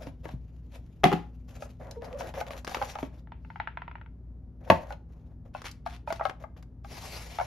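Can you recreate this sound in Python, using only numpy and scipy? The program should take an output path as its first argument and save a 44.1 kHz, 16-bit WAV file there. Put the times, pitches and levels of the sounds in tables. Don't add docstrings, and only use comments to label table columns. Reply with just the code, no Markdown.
import sys
import numpy as np
from scipy import signal
from scipy.fft import rfft, irfft, next_fast_len
from scipy.io import wavfile
from scipy.ndimage import uniform_filter1d, map_coordinates

SR = 44100
rng = np.random.default_rng(int(sys.argv[2]) if len(sys.argv) > 2 else 0)


def put_to_file(sound):
    columns = np.atleast_2d(sound).T
    safe = np.clip(columns, -1, 1)
    whole_steps = np.round(safe * 32767)
    wavfile.write(sys.argv[1], SR, whole_steps.astype(np.int16))


N = 328986
TIME = np.arange(N) / SR
HIT_TIME = np.arange(SR // 4) / SR

# frequency in Hz, relative level in dB.
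CRACK_COLOUR = [(300, -19.5), (1000, 0), (2400, 3), (4000, -5.5), (12000, -24)]


def amp(db):
    return 10 ** (np.asarray(db) / 20)


def unit(x):
    return x / np.sqrt(np.mean(x ** 2) + 1e-20)


def along(points, hz):
    f, v = np.transpose(points)
    return np.interp(np.log(hz + 1), np.log(f + 1), v)


def wobble(rate):
    knots = rng.standard_normal(int(N * rate / SR) + 4)
    return map_coordinates(knots, [TIME * rate])


def filtered(x, response):
    size = x.shape[-1]
    padded = next_fast_len(size + 8192)
    hz = np.fft.rfftfreq(padded, 1 / SR)
    return irfft(rfft(x, padded) * response(hz), padded)[..., :size]


def coloured(x, spectrum):
    return unit(filtered(x, lambda hz: amp(along(spectrum, hz))))


def add(track, s, sound):
    part = track[max(round(s * SR), 0):][:len(sound)]
    part += sound[:len(part)]


def stroke(start, length):
    attack_s, release_s = 0.015, 0.047
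    rise = (TIME - start) / attack_s + .5
    fall = (start + length - TIME) / release_s + .5
    return np.clip(np.minimum(rise, fall), 0, 1)


def swell(start, length):
    return np.abs(np.sin(np.pi * np.clip((TIME - start) / length, 0, 1)))


def in_room(x, wet_db=-13.0, early_t60=.07, wide_hz=180, dull_hz=7000):
    # frequency in Hz, time to fall by 60 dB in seconds.
    room_decay = [(150, 0.26), (1000, 0.3), (14000, 0.21)]
    early_gain = amp(-4.5)
    sides = np.array([[1], [-1]])
    block = SR // 4
    out = np.tile(x, (2, 1))
    for start in range(0, N, block):
        part = x[start:start + block]
        if np.abs(part).max() < amp(-100):
            continue
        hz, t, z = signal.stft(rng.standard_normal((2, SR // 2)), SR, nperseg=256)
        decaying = z * amp(-60 * t / along(room_decay, hz)[:, None])
        mid, side = signal.istft(decaying, SR, nperseg=256)[1]
        tail = mid + .5 * sides * side
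        tail = tail / np.linalg.norm(tail[0])
        response = amp(wet_db) * np.pad(tail, ((0, 0), (SR // 100, 0)))
        early = rng.standard_normal(len(HIT_TIME)) * amp(-60 * HIT_TIME / early_t60)
        early = early / np.linalg.norm(early)
        early = filtered(early, lambda f: f / (f + wide_hz) / (1 + (f / dull_hz) ** 2))
        response[:, :len(early)] += early_gain * sides * early
        for channel, answer in zip(out, signal.fftconvolve(part[None], response, axes=1)):
            add(channel, start / SR, answer)
    return out


def ring(modes, attack, scuff_db, stretch=1, detune=0, bend=0, scuff_t60=0.078):
    hz, db, t60 = np.transpose(modes)[:, :, None]
    relax_s = 0.003
    size, shift = rng.standard_normal((2, len(modes), 1))
    sign = (-1) ** np.arange(len(modes))[:, None]
    bent_time = HIT_TIME + bend * relax_s * (1 - np.exp(-HIT_TIME / relax_s))
    pitch = hz * stretch * np.exp(detune * shift)
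    waves = sign * np.sin(2 * np.pi * pitch * bent_time)
    x = np.sum(waves * amp(db + 2 * size - 60 * HIT_TIME / t60), axis=0)
    x = x * (1 - np.exp(-HIT_TIME / attack))
    scuff = rng.standard_normal(len(x)) * amp(-60 * HIT_TIME / scuff_t60)
    scuffed = signal.fftconvolve(x, scuff / np.linalg.norm(scuff))[:len(x)]
    x = x + amp(scuff_db) * scuffed
    return x / np.abs(x).max()


def burst(spectrum, t60, tail_db, tail_t60, rise=0.00028):
    fade = amp(-60 * HIT_TIME / t60) + amp(tail_db - 60 * HIT_TIME / tail_t60)
    noise = coloured(rng.standard_normal(len(HIT_TIME)), spectrum)
    return noise * fade * (1 - np.exp(-HIT_TIME / rise))


def crack():
    return burst(CRACK_COLOUR, t60=0.012, tail_db=-21.5, tail_t60=0.265)


def flex():
    # frequency in Hz, relative level in dB.
    flex_colour = [(220, -12.5), (720, 5), (2800, -20), (8000, -35.5)]
    crunch_db = -5
    return amp(crunch_db) * burst(flex_colour, t60=0.02, tail_db=-15, tail_t60=0.12)


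def friction(spectrum, grain_rate, grain_db, flutter_db, patchy_db=2.5):
    z = signal.stft(rng.standard_normal(N), nperseg=512)[2]
    field = uniform_filter1d(rng.standard_normal(z.shape), size=7, axis=0)
    field = uniform_filter1d(field, size=9, axis=1)
    rush = signal.istft(z * amp(patchy_db * unit(field)), nperseg=512)[1][:N]
    catches = (rng.random(N) < grain_rate / SR) * rng.standard_normal(N)
    rubbing = coloured(unit(rush) + amp(grain_db) * unit(catches), spectrum)
    return unit(rubbing * amp(flutter_db * wobble(60)))


def drone():
    # frequency in Hz, relative level in dB.
    drone_colour = [(250, -9.5), (400, -9), (540, 4), (1150, -11.5), (2000, -19), (4000, -50)]
    return friction(drone_colour, grain_rate=250, grain_db=-4, flutter_db=2.5)


def hiss():
    # frequency in Hz, relative level in dB.
    hiss_colour = [(400, -22.5), (1200, -6), (2600, -5), (4600, -11.5), (7000, -11), (9000, -20.5),
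                   (13000, -16), (14500, -36)]
    return friction(hiss_colour, grain_rate=150, grain_db=-5.5, flutter_db=4.5)


def room_tone(spread=0.14):
    # frequency in Hz, relative level in dB.
    air_colour = [(20, -25), (55, -2.5), (85, -5.5), (250, -17.5), (340, -24), (800, -39), (3200, -64.5),
                  (14000, -72)]
    # frequency in Hz, middle level in dB rms.
    hum_partials = [(59.2, -48.5), (118.4, -58), (161.5, -60.5), (247.6, -63)]
    mid, side = coloured(rng.standard_normal((2, N)), air_colour)
    hum = np.zeros(N)
    for hz, db in hum_partials:
        level = amp(db + 2.0 * wobble(2.6)) * np.sqrt(2)
        hum += level * np.sin(2 * np.pi * hz * TIME + 0.21 * wobble(2.8))
    return amp(-49.5) * np.array([mid + spread * side, mid - spread * side]) + hum


def rubs(fingers_db=-79, fingers_until_s=2.2):
    # start in seconds, length in seconds, level in dB.
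    rub_strokes = [(0, 0.087, -48), (0.237, 0.1, -53.5), (0.721, 0.065, -55.5), (1.483, 0.22, -55.5),
                   (3.123, 0.08, -60), (4.61, 0.08, -59.5), (4.673, 0.27, -51), (5.091, 0.25, -70),
                   (5.457, 0.017, -57), (6.404, 0.029, -50.5), (6.57, 0.027, -54)]
    hiss_db = -11
    contact = sum(amp(db) * stroke(start, length) for start, length, db in rub_strokes)
    fingers = (TIME < fingers_until_s) * amp(fingers_db)
    return in_room(contact * drone() + (amp(hiss_db) * contact + fingers) * hiss())


def moans(waver=0.0547, overtone_db=-20):
    # start in seconds, length in seconds, middle pitch in Hz,
    # level in dB.
    thumb_drags = [(1.964, 0.0324, 531, -36), (2.099, 0.085, 531, -40.5)]
    x = np.zeros(N)
    drift = 1 + waver * wobble(70)
    for s, length, hz, db in thumb_drags:
        phase = 2 * np.pi * np.cumsum(hz * drift) / SR
        tone = np.sin(phase) + amp(overtone_db) * np.sin(2 * phase)
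        x += amp(db) * swell(s, length) * tone
    return in_room(x * amp(4.2 * wobble(62)), wet_db=-5)


def swishes(below_db=-15, above_db=-15):
    # start in seconds, length in seconds, centre in Hz, level in dB.
    passes = [(1.598, 0.07, 6740, -57.5), (2.037, 0.029, 4940, -55.5), (2.18, 0.045, 6400, -50.5),
              (2.501, 0.035, 3200, -52), (2.868, 0.07, 5740, -50), (3.382, 0.3, 4500, -78.5)]
    x = np.zeros(N)
    for start, length, hz, db in passes:
        colour = [(hz / 4, below_db), (hz, 0), (hz * 2, above_db)]
        x += amp(db) * swell(start, length) * coloured(rng.standard_normal(N), colour)
    return in_room(x)


def snaps():
    # time in seconds, click level in dB, sizzle level in dB.
    buckles = [(1.9111, -45.5, -40), (2.339, -35.5, -51.5), (2.507, -34.5, -50), (2.647, -36.5, -39),
               (2.676, -28, -37.5), (2.694, -39, -42.5), (2.769, -29, -43.5), (5.618, -39, -46.5),
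               (5.644, -39, -51), (5.7132, -62, -40.5), (6.125, -26.5, -35.5), (6.296, -26.5, -47),
               (6.565, -51, -86), (6.626, -48, -53)]
    # frequency in Hz, relative level in dB.
    click_colour = [(300, 9), (800, 16.5), (2000, 6.5), (3500, -2), (6000, -32), (12000, -31)]
    # frequency in Hz, relative level in dB.
    sizzle_colour = [(1500, -22.5), (5000, 1), (7000, -3.5), (12000, -15), (16000, -7.5)]
    x = np.zeros(N)
    for s, click_db, sizzle_db in buckles:
        for db, colour in (click_db, click_colour), (sizzle_db, sizzle_colour):
            add(x, s, amp(db) * burst(colour, t60=0.023, tail_db=-19.5, tail_t60=0.045))
    return in_room(x, wet_db=-15.5)


def rustles():
    # start in seconds, length in seconds, level in dB.
    shifts = [(5.541, 0.079, -58), (5.645, 0.047, -42.5), (5.858, 0.11, -54), (6.071, 0.12, -53.5),
              (6.224, .07, -55)]
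    # frequency in Hz, relative level in dB.
    bag_colour = [(350, -6.5), (800, -1.5), (2000, 0), (4200, -6), (12000, -20), (15000, -27.5)]
    contact = sum(amp(db) * stroke(start, length) for start, length, db in shifts)
    return in_room(contact * friction(bag_colour, grain_rate=200, grain_db=-1, flutter_db=1.5))


def taps(radiate_hz=500):
    # time in seconds, wall level in dB,
    # crack level in dB.
    touches = [(0.29, -37, -46.5), (1.622, -27, -42), (2.044, -35, -48), (2.207, -22.5, -38.5),
               (2.411, -23.5, -47.5), (2.715, -30.5, -51.5), (2.746, -22, -26), (2.815, -20, -42.5),
               (2.824, -23, -30.5), (2.954, -26.5, -39.5), (2.987, -27.5, -40), (4.905, -28, -46.5),
               (4.924, -32.5, -41), (5.549, -25.5, -74), (5.862, -23, -37.5), (6.075, -22.5, -52.5),
               (6.104, -20, -39), (6.196, -26.5, -55), (6.21, -16, -58), (6.253, -15, -33),
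               (6.309, -36, -50), (6.439, -32, -61), (6.846, -37, -52)]
    # middle pitch in Hz, middle level in dB,
    # time to fall by 60 dB in seconds.
    wall_modes = [(620, 0, 0.045), (797.3, 5, 0.033), (890, 5, 0.021), (1106, -6, 0.028),
                  (1332, -3.5, 0.025), (1655, -14.5, 0.053), (2230, -11, 0.025)]
    rebound_s, loss_db = .011, 14.5
    rebounds = [(s + rebound_s, db - loss_db, crack_db - loss_db) for s, db, crack_db in touches]
    judder_s, gap_s, judder_db, judder_crack_db = 7.386, .0125, -19.5, -39.5
    judder = [(judder_s + k * gap_s, judder_db, judder_crack_db) for k in range(3)]
    x = np.zeros(N)
    for s, wall_db, crack_db in [*touches, *rebounds, *judder]:
        add(x, s, amp(wall_db) * ring(wall_modes, attack=0.00013, scuff_db=-7, detune=0.076))
        add(x, s, amp(crack_db) * burst(CRACK_COLOUR, t60=0.014, tail_db=-12, tail_t60=0.044))
    x = signal.sosfilt(signal.butter(2, radiate_hz, "highpass", fs=SR, output="sos"), x)
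    return in_room(x)


def booklet():
    # start in seconds, length in seconds, effort in dB.
    pulls = [(1.802, 0.16, -48), (2.019, 0.13, -43.5), (2.17, 0.14, -40.5), (2.344, 0.086, -36),
             (2.465, 0.128, -42.5), (2.666, 0.11, -38.5), (2.75, 0.18, -41), (2.933, 0.135, -50.5)]
    freeing_s, drone_fall_db_per_s, hiss_rise_db_per_s = 1.9, 8, 11.5
    hiss_db, crackle_db = -21, -18
    effort = sum(amp(db) * stroke(start, length) for start, length, db in pulls)
    loose_s = np.clip(TIME - freeing_s, 0, 2)
    wall = amp(-drone_fall_db_per_s * loose_s) * drone()
    sheets = amp(hiss_db + hiss_rise_db_per_s * loose_s) * hiss()
    crackle = amp(crackle_db) * friction(CRACK_COLOUR, grain_rate=44, grain_db=14, flutter_db=3.5)
    return in_room(effort * (wall + sheets + crackle))


def creaks(tick_db=-9, muffle_hz=3100):
    # time in seconds, level in dB.
    slips = [(3.272, -44), (3.32, -32), (3.448, -41.5), (3.502, -34), (3.558, -31), (3.6, -18),
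             (3.673, -21.5), (3.772, -23.5), (3.819, -28), (3.879, -29.5), (3.913, -35.5), (3.954, -32),
             (3.982, -46.5), (4.013, -38), (4.061, -44.5)]
    # middle pitch in Hz,
    # middle level in dB, time to fall by 60 dB in seconds.
    fold_modes = [(664, -7.5, 0.019), (905, 1.5, 0.022), (1390, 7, 0.0086), (1705, 0, 0.0095),
                  (2034, 3.5, 0.0066), (2930, -18, 0.01)]
    x = np.zeros(N)
    for s, db in slips:
        pluck = ring(fold_modes, attack=0.0018, scuff_db=-14, detune=0.045)
        add(x, s, amp(db) * (pluck + amp(tick_db) * crack()))
    x = signal.sosfilt(signal.butter(4, muffle_hz, fs=SR, output="sos"), x)
    return in_room(x, wet_db=-15.5)


def slide():
    # time in seconds, scrape level in dB.
    push = [(6.84, -64), (6.93, -48.5), (7.17, -43.5), (7.25, -49.5), (7.46, -53)]
    # frequency in Hz, relative level in dB.
    scrape_colour = [(300, -4.5), (800, 1.5), (1500, -8), (2250, -2), (3300, -8.5), (4500, -6),
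                     (5500, -7.5), (13000, -18)]
    s, db = np.transpose(push)
    level = amp(np.interp(TIME, s, db, left=-np.inf))
    scrape = friction(scrape_colour, grain_rate=2800, grain_db=-4, flutter_db=2.0, patchy_db=2.55)
    return in_room(level * scrape)


def lid():
    # time in seconds, board level in dB, thump level in dB, crack level in dB,
    # contact time in seconds.
    lid_blows = [(1.035, -16, -32.5, -45.5, 0.00065), (1.040, -7.5, -20.5, -12, 0.0003),
                 (1.054, -12.5, -12.5, -30, 0.0013), (1.117, -21, -31, -36, 0.00095),
                 (1.127, -16, -27.5, -30.5, 0.00109), (1.133, -26, -18, -27.5, 0.0006)]
    # pitch in Hz, level in dB before the contact dulls it,
    # time to fall by 60 dB in seconds.
    lid_modes = [(376, -7.5, 0.12), (499, -2, 0.014), (740, -2, 0.15), (841, -6, 0.081), (967, 1, 0.008),
                 (1263, -6, 0.018), (2060, -6.5, 0.02816), (2800, -20.5, 0.06), (3357, -9.5, 0.016)]
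    # pitch in Hz, middle level in dB, time to fall by 60 dB in seconds.
    air_modes = [(169.6, -2, 0.17), (206.1, -6, 0.07), (293, -2, .05)]
    x = np.zeros(N)
    for s, board_db, thump_db, crack_db, contact in lid_blows:
        excited = [(hz, db - 10 * np.log10(1 + (hz * contact) ** 2), t60) for hz, db, t60 in lid_modes]
        add(x, s, amp(board_db) * (ring(excited, attack=contact, scuff_db=-5.5) + flex()))
        add(x, s, amp(thump_db) * ring(air_modes, attack=0.0012, scuff_db=-15.0))
        add(x, s, amp(crack_db) * crack())
    return in_room(x, wet_db=-10.0)


def box():
    # time in seconds, board level in dB, thump level in dB, crack level in dB,
    # thump pitch as a ratio.
    box_blows = [(0.069, -40.5, -32.5, -44, 1.56), (0.254, -34.5, -35, -43.5, 1.81),
                 (0.338, -64, -28, -62, 0.69), (3.028, -31.5, -23.5, -37, 1.55),
                 (4.7008, -4.5, -17, -19, 1), (4.721, -20, -15.5, -41.5, 0.96)]
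    # settled pitch in Hz, middle level in dB, time to fall by 60 dB in seconds.
    box_modes = [(379, -13, 0.1), (492, 4.5, 0.027), (596.3, -3, 0.1), (807, -8.5, 0.05), (883, -7, 0.11),
                 (1115, -12.5, 0.15), (1593, -9, 0.07), (2032, -10.5, 0.022)]
    # pitch in Hz at ratio 1, middle level in dB,
    # time to fall by 60 dB in seconds.
    thump_modes = [(89.2, -9, 0.13), (175, -2.5, 0.1), (256, 3, 0.02)]
    x = np.zeros(N)
    for s, board_db, thump_db, crack_db, pitch in box_blows:
        add(x, s, amp(board_db) * (ring(box_modes, attack=0.0002, scuff_db=-12.5, bend=0.53) + flex()))
        add(x, s, amp(thump_db) * ring(thump_modes, attack=0.0013, scuff_db=-13.0, stretch=pitch))
        add(x, s, amp(crack_db) * crack())
    return in_room(x)


def scene():
    paper = booklet() + swishes() + snaps() + rustles()
    board = rubs() + moans() + taps() + creaks() + slide()
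    return room_tone() + paper + board + lid() + box()


def record(dry):
    # frequency in Hz, left lead in radians.
    port_phase = [(100, 0), (600, -.2), (1500, .1), (4000, -.4), (6000, .5), (8300, 3.14), (10700, 6.1),
                  (12600, 6.5), (14200, 9)]
    # frequency in Hz, left minus right in dB.
    port_balance = [(100, 1.5), (700, 2.5), (2400, 2.5), (4800, 4), (7000, 0)]
    top_hz = 14400
    halves = np.array([[1], [-1]]) / 2

    def ports(hz):
        gain = amp(halves * along(port_balance, hz))
        turn = np.exp(1j * halves * along(port_phase, hz))
        return gain * turn * (hz < top_hz)

    return filtered(dry, ports)


dry = scene()
out = record(dry)
put_to_file(out)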